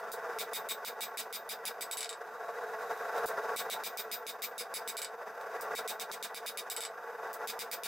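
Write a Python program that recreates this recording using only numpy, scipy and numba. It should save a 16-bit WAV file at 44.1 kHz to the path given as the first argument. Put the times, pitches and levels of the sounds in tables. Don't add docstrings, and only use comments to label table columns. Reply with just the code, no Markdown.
import sys
import numpy as np
from scipy import signal
from scipy.fft import rfft, irfft
from scipy.io import wavfile
from scipy.ndimage import uniform_filter1d, minimum_filter1d
from numba import njit

SR = 44100
rng = np.random.default_rng(int(sys.argv[2]) if len(sys.argv) > 2 else 0)


def log_audio(samples):
    frames = np.atleast_2d(samples).T
    limited = np.clip(frames, -1, 1)
    pcm = np.round(limited * 32767).astype(np.int16)
    wavfile.write(sys.argv[1], SR, pcm)


N = 347067
HIT_SIZE = 12288

# (frequency [Hz], width [Hz], level [dB])
CHAMBER_MODES = [(167.3, 23, -17.5), (222, 28, -18), (363, 44, -17), (444, 42, 2), (475, 56.5, 1.5),
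                 (570, 73, -4.5), (662, 28, 1.5), (701.8, 41, 3), (770, 23.5, 1.5), (877.3, 39.5, 2),
                 (996, 83, -4.5), (1115, 47, 0.5), (1202, 38, -3.5), (1365, 77, -2.5), (1486, 93, -3),
                 (1617, 109, -5), (1770, 90, -11.5), (1950, 60, -9)]
# (frequency [Hz], level [dB])
RUSH_EQ = [(60, -41), (280, -34.5), (420, -16.5), (1650, -18.5), (2150, -21.5), (2550, -22.5), (3100, -33),
           (3500, -30.5), (3750, -25.5), (4100, -38.5), (4650, -30.5), (5080, -27), (5550, -33),
           (6200, -29), (7000, -36.5), (7900, -35.5), (8400, -39), (16000, -39)]
# (time [s], level [dB])
ROAR_TRIM = [(0, 1), (.3, 2), (.6, 1.5), (1.3, 0), (1.7, 0.5), (2.3, -0.5), (3.05, -1.5), (3.2, 2.5),
             (3.8, 1), (4.4, -1), (4.85, 1), (5.35, -0.5), (5.7, 2), (6.1, 0), (7.05, 0.5), (7.3, -1.5),
             (7.87, 0)]
# (time [s], level against the roar [dB])
FLAME_PUFFS = [(0.046, 4), (.19, 4.5), (.256, 3), (.297, 2.5), (.334, 4.5), (.649, 3.5), (1.547, 4.5),
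               (1.64, 4), (1.712, 4.5), (2.217, 4.5), (2.495, 3), (2.589, 6.5), (2.912, 4), (3.168, 4),
               (3.797, 7.5), (4.56, 1.5), (4.827, 5.5), (5.224, 1.5), (5.281, 4.5), (5.561, 4),
               (5.716, 1.5), (5.833, -1), (6.437, 4.5), (6.678, 4), (7.106, 2.5), (7.238, 5.5),
               (7.267, 5.5), (7.309, 3.5), (7.416, 5), (7.448, 3.5), (7.679, 1)]
# (frequency [Hz], level [dB])
WHINE_TONES = [(11300, -86), (12242, -83), (12398, -83), (12554, -84), (12868, -84), (13184, -81),
               (13340, -82), (13496, -81), (13652, -84), (14594, -85)]
# (time [s], force [dB], thud [dB])
AIMING_TOUCHES = [(0.1183, -21, 6), (3.26, -19.5, 4), (5.6107, -30, -20), (7.331, -29, 0)]
# (frequency [Hz], level [dB])
HOT_CLACK_EQ = [(50, -35), (110, -25), (300, -6), (450, -2.5), (1800, 2.5), (2300, 10.5), (2750, 4),
                (3200, 2.5), (3750, 13), (4100, 4), (4450, 6), (4950, 9), (5400, 3), (6500, 3.5), (8700, 6),
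                (9900, 0.5), (10600, -1.5), (11800, 4), (13200, 0), (15500, 4)]
# (frequency [Hz], level [dB], t60 [s])
ANVIL_MODES = [(3852, -36, .11), (4940, -40, .1), (4967, -37.5, .11), (5330, -46, .11), (12498, -39, .11),
               (13783, -32.5, .17), (15194, -38, .11)]
# (frequency [Hz], level [dB], t60 [s], woken by landing on an edge [0 or 1])
HAMMER_MODES = [(2230, -42, .07, 0), (2310, -43, .06, 0), (3645, -40, .08, 0), (3735, -38, .07, 0),
                (3785, -38, .07, 0), (4750, -44, .06, 0), (4895, -41, .07, 0), (7660, -38.5, .08, 1),
                (7930, -36, .07, 1), (8040, -34, .08, 1), (10960, -38, .05, 0), (11005, -34, .06, 0),
                (11055, -33.5, .06, 0), (11760, -44, .05, 0), (15210, -41, .05, 0)]
# (frequency [Hz], level [dB], t60 [s])
STAND_MODES = [(192.7, -41, 0.13), (237, -51, 0.33)]
# (time [s], force [dB], anvil ring [dB], hammer ring [dB], edge ring [dB], clank [dB])
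HAMMER_BLOWS = [(0.3869, -6.5, -4, -1, -4, 1), (0.534, -4.5, 0, 8, 6, 0.5), (0.6883, -4.5, -0.5, 7, 10, 1),
                (0.8491, -4.5, -3, 4, -12, 1), (1.0074, -3.5, -2, 4, 11, 2.5), (1.1729, -3, -5, 4.5, 6, 0),
                (1.327, -6, -1, 6.5, -10, 0.5), (1.4913, -4.5, -4, 8, -13, -2),
                (1.6536, -5, -6, 8.5, -14, -2), (1.8097, -12, 0, 7.5, 13.5, -2), (3.5628, -4, -2, 2, 11, 1),
                (3.7, -4, -6, 5, 6, 3), (3.837, -4.5, -1, 3, -4, 0.5), (3.973, -7.5, 0, 1, -9, 0),
                (4.1149, -7.5, 0, 6, -16, -1.5), (4.2668, -6, -3, 8, -10, -0.5), (4.4207, -6, 1, 3, -11, 0),
                (4.58, -6.5, -2, 10.5, 6, -2.5), (4.7406, -5.5, -4, 11, 10, -4),
                (4.8765, -10, 1.5, 9, 12, -.5), (5.7524, -6.5, -6, 4, 3, 0.5), (5.877, -7, -2, 4.5, 10, 0),
                (5.9978, -10.5, -12, -10, -2, 0.5), (6.1156, -10.5, -11, -1, -13, 0),
                (6.227, -9, -16, 2, -6, 0), (6.3457, -9.5, -15, 8.5, 4, -3),
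                (6.4626, -7.5, -5, 7.5, -13, 0), (6.5735, -10, -15, 9, -3, -2.5),
                (7.4736, -9, -8, 5.5, -1, -2), (7.5918, -9, -4, 1, -12, -1.5),
                (7.7143, -9.5, -0.5, 1, -19, -2.5), (7.835, -8, -10, 0, -11, -1)]
# (frequency [Hz], level [dB])
GRIT_EQ = [(1500, -30), (3300, -11), (3800, 6), (4300, -4), (5050, -7), (5600, -5), (6500, -2), (7200, -6),
           (8000, -8), (10000, -7), (15000, -22)]
# (time [s], force [dB], anvil ring [dB], edge ring [dB])
HAMMER_BOUNCES = [(1.9124, -9.5, -2, 0), (1.9715, -12, -6, 3), (2.0068, -17, -5, 3),
                  (2.0297, -19.5, -5, -2), (2.045, -22.5, -3, -6), (2.058, -26, -3, -4),
                  (2.0924, -18.5, -3, 0), (2.1277, -25, -3, 6), (4.969, -10.5, -1, 3), (5.0177, -15, -1, 3),
                  (5.0465, -20, 2, -7), (6.7, -10, 4.5, -4), (6.7644, -14, 1, -1), (6.8063, -13, 1, 1),
                  (6.8359, -22, 0, 1), (6.851, -19.5, 0, 4), (6.8605, -29, 0, -2)]
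# (frequency [Hz], level [dB])
BARE_CLACK_EQ = [(100, -33), (300, -5.5), (450, -9), (2400, 7.5), (2750, 2.5), (2950, 8.5), (3250, 3.5),
                 (3700, 7), (4150, 6.5), (4800, 8), (6400, 1.5), (7900, 15), (8700, 8), (10200, 5),
                 (11700, 5), (15500, 4.5)]
# (time [s], force [dB])
TONG_CLICKS = [(2.93, -46), (2.975, -42), (3.165, -41), (3.18, -35.5), (5.412, -37.5), (7.273, -44)]
# (frequency [Hz], level [dB], t60 [s])
BLADE_MODES = [(3900, -36, .09), (4120, -42, .06), (6400, -38, .08)]
# (frequency [Hz], side gain [dB])
SIDE_EQ = [(100, -40), (350, -25), (500, -59), (750, -25), (1400, -17.5), (2800, -10), (8000, -8),
           (12000, -7.5), (16000, -6)]


def undb(db):
    return 10 ** (np.asarray(db) / 20)


def unit_rms(x):
    return x / np.sqrt(np.mean(x ** 2))


def freqs(size):
    return np.maximum(np.arange(size // 2 + 1) * SR / size, 1)


def eq_curve(points, hz):
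    point_hz, db = np.transpose(points)
    return undb(np.interp(np.log(hz), np.log(point_hz), db))


def colour(x, gain):
    size = x.shape[-1]
    cepstrum = irfft(np.log(gain + 1e-9), size)
    cepstrum[1:size // 2] *= 2
    cepstrum[size // 2 + 1:] = 0
    return irfft(rfft(x) * np.exp(rfft(cepstrum)), size)


def stereo(mid, side):
    side = colour(side, eq_curve(SIDE_EQ, freqs(len(side))))
    return np.array([mid + side, mid - side])


def wander(rate_hz):
    hold = int(SR / rate_hz)
    steps = np.repeat(rng.standard_normal(N // hold + 1), hold)
    return 1.18 * uniform_filter1d(uniform_filter1d(steps, hold), hold)[:N]


def add(out, time_s, sound):
    start = int(time_s * SR)
    out[:, start:start + sound.shape[-1]] += sound[..., :N - start]


def burner(level_db=-37, flutter_hz=80, flutter_db=3.0, rush_db=-1, rush_flutter_db=2.5,
           mouth_hz=150, puff_s=0.012):
    t, hz = np.arange(N) / SR, freqs(N)
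    chamber_power = sum(undb(2 * db) / (1 + ((hz - mode_hz) / (0.62 * width_hz)) ** 2) ** 2
                        for mode_hz, width_hz, db in CHAMBER_MODES)
    chamber_eq = np.sqrt(chamber_power) / (1 + (mouth_hz / hz) ** 2)
    rush_eq = undb(rush_db) * eq_curve(RUSH_EQ, hz)
    eddies = wander(flutter_hz)
    drift = uniform_filter1d(eddies, size=4000)
    flutter = 2 * np.tanh((eddies - drift) / 2)
    trim_db = np.interp(t, *np.transpose(ROAR_TRIM))
    puffs_db = sum(db * np.exp(-((t - time_s) / puff_s) ** 2) for time_s, db in FLAME_PUFFS)
    mid_side = []
    for _ in range(2):
        roar = colour(rng.standard_normal(N) * undb(flutter_db * flutter), chamber_eq)
        rush = colour(rng.standard_normal(N) * undb(rush_flutter_db * flutter), rush_eq)
        mid_side.append(unit_rms(roar + rush))
    return stereo(*mid_side) * undb(level_db + trim_db + puffs_db)


def whine(gain_db=6, waver_db=2):
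    t = np.arange(N) / SR
    tones = np.zeros(N)
    for hz, db in WHINE_TONES:
        amplitude = np.sqrt(2) * undb(db + waver_db * wander(rate_hz=15))
        tones += amplitude * np.sin(2 * np.pi * hz * t + wander(rate_hz=17))
    return tones * undb(gain_db)


def ring(modes, detune_hz=2):
    t = np.arange(HIT_SIZE) / SR
    out = np.zeros(HIT_SIZE)
    for hz, db, t60 in modes:
        spot_db, detune, polarity = rng.standard_normal(3)
        decay = undb(db + spot_db - 60 * t / t60)
        out += np.sign(polarity) * decay * np.cos(2 * np.pi * (hz + detune_hz * detune) * t)
    return out


def hammer_ring(centre_db, edge_db):
    return ring([(hz, db + (edge_db if on_edge else centre_db), t60)
                 for hz, db, t60, on_edge in HAMMER_MODES])


def shop_echo(t60_s=0.12, build_s=0.0023, treble_t60_ratio=0.78, split_hz=6500):
    t = np.arange(HIT_SIZE) / SR
    noise = rng.standard_normal(HIT_SIZE)
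    lows = irfft(rfft(noise) / (1 + (freqs(HIT_SIZE) / split_hz) ** 4), HIT_SIZE)
    fall_db = -60 * t / t60_s
    tail = lows * undb(fall_db) + (noise - lows) * undb(fall_db / treble_t60_ratio)
    echo = tail * (1 - np.exp(-t / build_s))
    return echo / np.linalg.norm(echo)


def strike(clack_eq, tilt_db_per_octave, ringing, room_db=0, contact_s=0.00078,
           clack_db=6, wet_ring_db=-8.5):
    t, hz = np.arange(HIT_SIZE) / SR, freqs(HIT_SIZE)
    octaves = np.log2(np.maximum(hz, 2000) / 5000)
    tilted_eq = eq_curve(clack_eq, hz) * undb(tilt_db_per_octave * octaves)
    mid_side = []
    for _ in range(2):
        crack = rng.standard_normal(HIT_SIZE) * np.exp(-t / contact_s)
        echo = shop_echo()
        clack = colour(crack / np.linalg.norm(crack) + undb(room_db) * echo, tilted_eq)
        wet_ring = signal.fftconvolve(ringing, echo)[:HIT_SIZE]
        mid_side.append(undb(clack_db) * clack + undb(wet_ring_db) * wet_ring)
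    mid, side = mid_side
    return stereo(mid + ringing, side)


def thudding_hit(tilt_db_per_octave, ringing, thud_db, thud_s=0.0026):
    t = np.arange(HIT_SIZE) / SR
    thud = undb(thud_db) * t / thud_s * np.exp(1 - t / thud_s)
    stand = ring(STAND_MODES) * (1 - np.exp(-t / thud_s))
    return strike(HOT_CLACK_EQ, tilt_db_per_octave, ringing) + stand + thud


def lesser_modes(hits, ripple_db=2.7, spacing_hz=45, full_above_hz=1500, clear_hz=55):
    hz = freqs(N)
    ripple = np.interp(hz / spacing_hz, np.arange(2000), rng.uniform(-1, 1, 2000))
    to_main_hz = np.min([np.abs(hz - mode[0]) for mode in ANVIL_MODES + HAMMER_MODES], axis=0)
    depth = np.minimum(to_main_hz / clear_hz, 1) * np.minimum(hz / full_above_hz, 1) ** 2
    return colour(hits, undb(ripple_db * depth * ripple))


def aiming_touches(gain_db=6, anvil_db=-1, hammer_db=-3, tilt_db_per_octave=6.0, thud_db=-40):
    out = np.zeros((2, N))
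    for time_s, force_db, thud_trim_db in AIMING_TOUCHES:
        ringing = undb(anvil_db) * ring(ANVIL_MODES) + hammer_ring(hammer_db, hammer_db)
        touch = thudding_hit(tilt_db_per_octave, ringing, thud_db + thud_trim_db)
        add(out, time_s, undb(gain_db + force_db) * touch)
    return out


def hammer_blows(gain_db=6, anvil_db=8.5, hammer_db=7.5, edge_db=4, thud_db=-53,
                 tilt_db_per_octave=0.51, clank_hz=3760, clink_hz=4950, width_hz=380):
    out, hz = np.zeros((2, N)), freqs(HIT_SIZE)
    clank_band = np.exp(-((hz - clank_hz) / width_hz) ** 2)
    clink_band = np.exp(-((hz - clink_hz) / width_hz) ** 2)
    for time_s, force_db, anvil_trim_db, hammer_trim_db, edge_trim_db, clank_db in HAMMER_BLOWS:
        anvil = undb(anvil_db + anvil_trim_db) * ring(ANVIL_MODES)
        hammer = hammer_ring(hammer_db + hammer_trim_db, edge_db + edge_trim_db)
        blow = thudding_hit(tilt_db_per_octave, anvil + hammer, thud_db)
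        seesaw_eq = undb(clank_db * (clank_band - clink_band))
        add(out, time_s, undb(gain_db + force_db) * colour(blow, seesaw_eq))
    return out


def blade_scrape(start_s=1.8, end_s=4.2, level_db=-64, slips_per_s=120, scatter_db=2):
    t = np.arange(N) / SR
    slips = (rng.random(N) < slips_per_s / SR) * undb(scatter_db * rng.standard_normal(N))
    progress = np.clip((t - start_s) / (end_s - start_s), 0, 1)
    pressure = np.sqrt(np.maximum(np.sin(np.pi * progress), 0))
    smears = [signal.fftconvolve(slips, shop_echo())[:N] for _ in range(2)]
    mid, side = (unit_rms(colour(smear, eq_curve(GRIT_EQ, freqs(N)))) for smear in smears)
    return stereo(mid, side) * pressure * undb(level_db)


def hammer_bounces(gain_db=7, anvil_db=5, hammer_db=14, edge_db=12.5,
                   bright_hz=24000, force_db_per_octave=13):
    out = np.zeros((2, N))
    for time_s, force_db, anvil_trim_db, edge_trim_db in HAMMER_BOUNCES:
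        anvil = undb(anvil_db + anvil_trim_db) * ring(ANVIL_MODES)
        hammer = hammer_ring(hammer_db, edge_db + edge_trim_db)
        tick = strike(BARE_CLACK_EQ, 0, anvil + hammer, room_db=-3.5, contact_s=0.0013)
        corner_hz = bright_hz * 2 ** (force_db / force_db_per_octave)
        lowpass = 1 / np.sqrt(1 + (freqs(HIT_SIZE) / corner_hz) ** 6)
        add(out, time_s, undb(gain_db + force_db) * colour(tick, lowpass))
    return out


def tong_clicks(tilt_db_per_octave=0.5, ring_db=14):
    out = np.zeros((2, N))
    for time_s, force_db in TONG_CLICKS:
        click = strike(HOT_CLACK_EQ, tilt_db_per_octave, undb(ring_db) * ring(BLADE_MODES))
        add(out, time_s, undb(force_db) * click)
    return out


def scene():
    bed = burner() + whine() + blade_scrape()
    hits = hammer_blows() + aiming_touches() + hammer_bounces() + tong_clicks()
    return bed + lesser_modes(hits)


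@njit
def peak_follower(x, release):
    out, peak = np.empty(len(x)), 0.
    for i in range(len(x)):
        peak = max(x[i], peak * release)
        out[i] = peak
    return out


@njit
def slow_ducking(wanted_db, cut_db, attack, recovery_db):
    out = np.empty(len(wanted_db))
    for i in range(len(out)):
        if wanted_db[i] > cut_db:
            cut_db += attack * (wanted_db[i] - cut_db)
        else:
            cut_db = max(cut_db - recovery_db, 0.)
        out[i] = cut_db
    return out


def record(dry, ceiling_db=-24, release_s=0.013, top_hz=15700,
           max_duck_db=13.0, start_duck_db=7.0, attack_s=0.081, recovery_db_per_s=11):
    peak = peak_follower(np.abs(dry).max(axis=0), np.exp(-1 / (release_s * SR)))
    over_db = np.maximum(20 * np.log10(peak + 1e-9) - ceiling_db, 0)
    wanted_db = np.minimum(over_db, max_duck_db)
    duck_db = slow_ducking(wanted_db, start_duck_db, 1 / (attack_s * SR), recovery_db_per_s / SR)
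    gain = undb(-np.maximum(over_db, duck_db))
    gain = uniform_filter1d(minimum_filter1d(gain, size=17), size=17)
    lowpass = signal.ellip(8, .2, 70, top_hz, fs=SR, output="sos")
    return signal.sosfilt(lowpass, dry * gain)


dry = scene()
out = record(dry)
log_audio(out)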